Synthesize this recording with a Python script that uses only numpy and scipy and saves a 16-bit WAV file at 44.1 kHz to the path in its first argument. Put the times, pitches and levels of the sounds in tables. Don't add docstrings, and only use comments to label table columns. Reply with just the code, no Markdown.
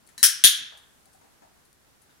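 import sys
import numpy as np
from scipy import signal
from scipy.fft import rfft, irfft, next_fast_len
from scipy.io import wavfile
from scipy.ndimage import map_coordinates

SR = 44100
rng = np.random.default_rng(int(sys.argv[2]) if len(sys.argv) > 2 else 0)


def wav_out(sig):
    wavfile.write(sys.argv[1], SR, np.round(np.clip(np.atleast_2d(sig).T, -1, 1) * 32767).astype(np.int16))


def convert_level_to_amplitude(level_db):
    exponent = np.asarray(level_db, float) / 20
    return 10 ** exponent


N = 97020
TIME = np.arange(N) / SR
TOUCH_AT, PRESS_AT, RELEASE_AT = 0.1791, 0.2296, 0.4392


def along(points, hz):
    f, value = np.transpose(points)
    return np.interp(np.log(hz + 1), np.log(f + 1), value)


def filtered(x, response):
    size = next_fast_len(N + SR // 2)
    hz = np.fft.rfftfreq(size, 1 / SR)
    return irfft(rfft(x, size) * response(hz), size)[..., :N]


def causal(gain):
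    def response(hz):
        cepstrum = irfft(np.log(gain(hz) + 1e-6))
        half = len(cepstrum) // 2
        cepstrum[1:half] *= 2
        cepstrum[half + 1:] = 0
        return np.exp(rfft(cepstrum))
    return response


def struck(start_s, db, decay_s, ring, rattle=1):
    def resonances(hz):
        power = 0
        for centre, width, level in ring:
            damping = (hz * width) ** 2
            power = power + convert_level_to_amplitude(level) ** 2 * damping / ((centre ** 2 - hz ** 2) ** 2 + damping)
        return np.sqrt(power)

    t = np.arange(SR // 10) / SR
    blow = (rattle * rng.standard_normal(len(t)) + (t == 0)) * np.exp(-t / decay_s)
    x = np.zeros(N)
    x[round(start_s * SR):][:len(t)] = blow
    y = filtered(x, causal(resonances))
    return convert_level_to_amplitude(db) * y / np.linalg.norm(y) * np.sqrt(SR / 200)


# delay t/s, left level/dB, right
# level/dB
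WALL_PATHS = [(0, 3, -3), (.0012, 0, -5), (.0036, -7, -4), (.0066, 3, -3), (.0085, -1, -5), (.0118, 0, -1),
              (.0155, -5, -4), (.0215, -3, -5), (.033, -6, -4), (.038, -8, -8)]
# f/Hz, T60 t/s
REVERBERATION = [(300, .3), (1000, 0.84), (2000, 0.61), (3500, .55), (6000, 0.43), (10000, 0.29),
                 (15000, .24)]
# f/Hz, coherence [0-1]
COHERENCE = [(300, 0.74), (1500, .2), (3000, .3), (4500, .6), (7500, 0.44), (9000, .1), (15000, .3)]


def room(x, tail_db, paths):
    hz, t, z = signal.stft(rng.standard_normal((2, SR)), SR, nperseg=128)
    late = convert_level_to_amplitude(-60 * t / along(REVERBERATION, hz)[:, None])
    early = convert_level_to_amplitude(6.5 - 60 * t / 0.15)
    like = np.clip(along(COHERENCE, hz), 0, 1)[:, None]
    z = np.array([z[0], like * z[0] + np.sqrt(1 - like ** 2) * z[1]])
    tail = signal.istft(z * (late + early), SR, nperseg=128)[1][:, :SR]
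    t = np.arange(SR) / SR
    tail *= 1 - np.exp(-t / 0.011)
    tail *= convert_level_to_amplitude(tail_db) / np.linalg.norm(tail, axis=1, keepdims=True)
    t = t[:200]
    for delay_s, left_db, right_db in paths:
        if delay_s:
            pulse = rng.standard_normal((2, 200)) * np.exp(-t / 0.0004)
        else:
            pulse = (t == 0) * np.ones((2, 1))
        pulse = pulse / np.linalg.norm(pulse, axis=1, keepdims=True)
        tail[:, round(delay_s * SR):][:, :200] += convert_level_to_amplitude([[left_db], [right_db]]) * pulse
    return signal.fftconvolve(x[None], tail, axes=1)[:, :N]


# f/Hz, density level/dB (per Hz)
HISS_SPECTRUM = [(25, -7), (60, 3), (200, -0.5), (600, -5), (1700, -7), (2400, -11.5), (11000, -15),
                 (15800, -20.5)]


def hiss():
    x = filtered(rng.standard_normal((2, N)), lambda hz: convert_level_to_amplitude(along(HISS_SPECTRUM, hz)))
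    drift = map_coordinates(rng.standard_normal(30), [TIME * 8])
    dips = 0
    for snap_s in (PRESS_AT, RELEASE_AT):
        dips = dips + np.exp(-((TIME - snap_s - 0.075) / 0.035) ** 4)
    return convert_level_to_amplitude(-61.5 + 0.95 * drift - 14 * dips) * x / x.std()


# t/s, level/dB
COAT_SWING = [
    (0, -86),
    (0.701, -68.5),
    (1.25, -71),
    (1.45, -81),
    (2.2, -85),
]


def fur():
    centre_hz, width_hz = 9000, 9000
    x = filtered(rng.standard_normal((2, N)), lambda hz: np.exp(-((hz - centre_hz) / width_hz * 2) ** 2))
    return convert_level_to_amplitude(np.interp(TIME, *np.transpose(COAT_SWING))) * x / x.std()


NEAR_ROOM_DB = -5
# t/s, level/dB, f/Hz, scrape t/s
CLAW_TICKS = [
    (.066, -59.5, 9400, .006),
    (.074, -55, 9400, .003),
    (0.089, -55.5, 9426, 0.012),
    (.772, -52.5, 9300, .012),
    (1.056, -57.5, 9820, 0.0051),
    (1.13, -57.5, 8430, .018),
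    (1.652, -60.5, 9600, 0.01),
    (1.729, -60, 10380, .002),
    (2.018, -58, 10300, 0.014),
]
# f/Hz, width/Hz, level/dB
CLAW_LOWER_MODES = [(4280, 900, -2.5), (6360, 580, -10)]


def claws():
    ticks = 0
    for start_s, db, hz, scrape_s in CLAW_TICKS:
        ring = [(hz, 1800, 0)] + CLAW_LOWER_MODES
        ticks = ticks + struck(start_s, db, scrape_s, ring)
    return room(ticks, NEAR_ROOM_DB, WALL_PATHS[:1])


# t/s, level/dB, f/Hz, width/Hz
PAD_KNOCKS = [(0.084, -53, 2020, 1220), (0.191, -64, 293, 101), (0.579, -53.5, 273, 145.5),
              (.72, -48, 900, 399), (1.06, -60.5, 750, 60), (1.14, -56, 740, 40), (1.21, -55, 740, 700),
              (1.24, -56.5, 605, 400), (1.425, -55.5, 736, 25), (1.418, -50.5, 790, 500),
              (2.09, -59, 1600, 200), (2.09, -59, 3654, 300)]


def pads():
    knocks = 0
    for start_s, db, hz, width in PAD_KNOCKS:
        knocks = knocks + struck(start_s, db, 0.025, [(hz, width, 0)])
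    return room(knocks, NEAR_ROOM_DB, [(0.0026, 0.0015, -1)])


# f/Hz, width/Hz
TOUCH_MODES = [(290, 120), (1700, 300), (3250, 300), (4080, 250), (5500, 900), (6600, 500), (8300, 700),
               (10000, 450), (11100, 900), (14600, 700)]
PRESS_MODES = [(1640, 220), (2400, 600), (3250, 450), (4300, 600), (5300, 400), (5800, 500), (8650, 500),
               (9700, 350), (10650, 350), (12100, 700), (14600, 900), (15600, 300)]
RELEASE_MODES = [(1680, 220), (2600, 500), (3420, 330), (4200, 600), (5900, 800), (6900, 600), (8800, 500),
                 (9720, 230), (11200, 500), (12500, 1300), (15550, 300)]
TOUCH_HEIGHTS = [-10.5, -5, -7.5, 6, -11, -9, -8, 0, -9, -13]
PRESS_HEIGHTS = [-3.5, -13, -5.5, -18, -2, -4.5, -4, -7, 1.5, -10.5, -9.5, -17]
RELEASE_HEIGHTS = [-3, -11, 4.5, -11, -9, -15.5, -17, 3, -9.5, -7, -21.5]


def clicker():
    def small_case(hz):
        low_hz = 1250
        return (hz * hz / (hz * hz - low_hz ** 2 - 1.4j * hz * low_hz)) ** 3

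    touch = struck(TOUCH_AT, -38, 0.004, np.c_[TOUCH_MODES, TOUCH_HEIGHTS], rattle=0.12)
    press = struck(PRESS_AT, -9.5, 0.002, np.c_[PRESS_MODES, PRESS_HEIGHTS], rattle=0.03)
    release = struck(RELEASE_AT, -7, 0.002, np.c_[RELEASE_MODES, RELEASE_HEIGHTS], rattle=0.03)
    sound = room(touch, 5.5, WALL_PATHS[:3])
    for snap in (press, release):
        sound = sound + room(filtered(snap, small_case), 7, WALL_PATHS)
    return sound


# f/Hz, level/dB
LEFT_RESPONSE = [(300, 1.5), (2000, -1.5), (4200, -5.5), (7000, 2), (8500, 2), (10500, 4), (13500, -3.5),
                 (16000, -3)]
RIGHT_RESPONSE = [(300, 9.5), (2000, -7.5), (4200, -1.5), (7000, 2), (8500, -11.5), (11000, -16),
                  (13500, -4), (16000, -2)]


def scene():
    def ports(hz):
        return convert_level_to_amplitude([along(LEFT_RESPONSE, hz), along(RIGHT_RESPONSE, hz)])

    return filtered(clicker() + claws() + pads(), ports) + fur() + hiss()


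def band_limit(x):
    return signal.sosfilt(signal.butter(12, 15800, fs=SR, output="sos"), x)


def record(dry):
    top, hardness = 1.02 + 0.03 * np.sign(dry), 15
    mix = dry / (1 + np.abs(dry / top) ** hardness) ** (1 / hardness)
    return band_limit(mix)


dry = scene()
out = record(dry)
wav_out(out)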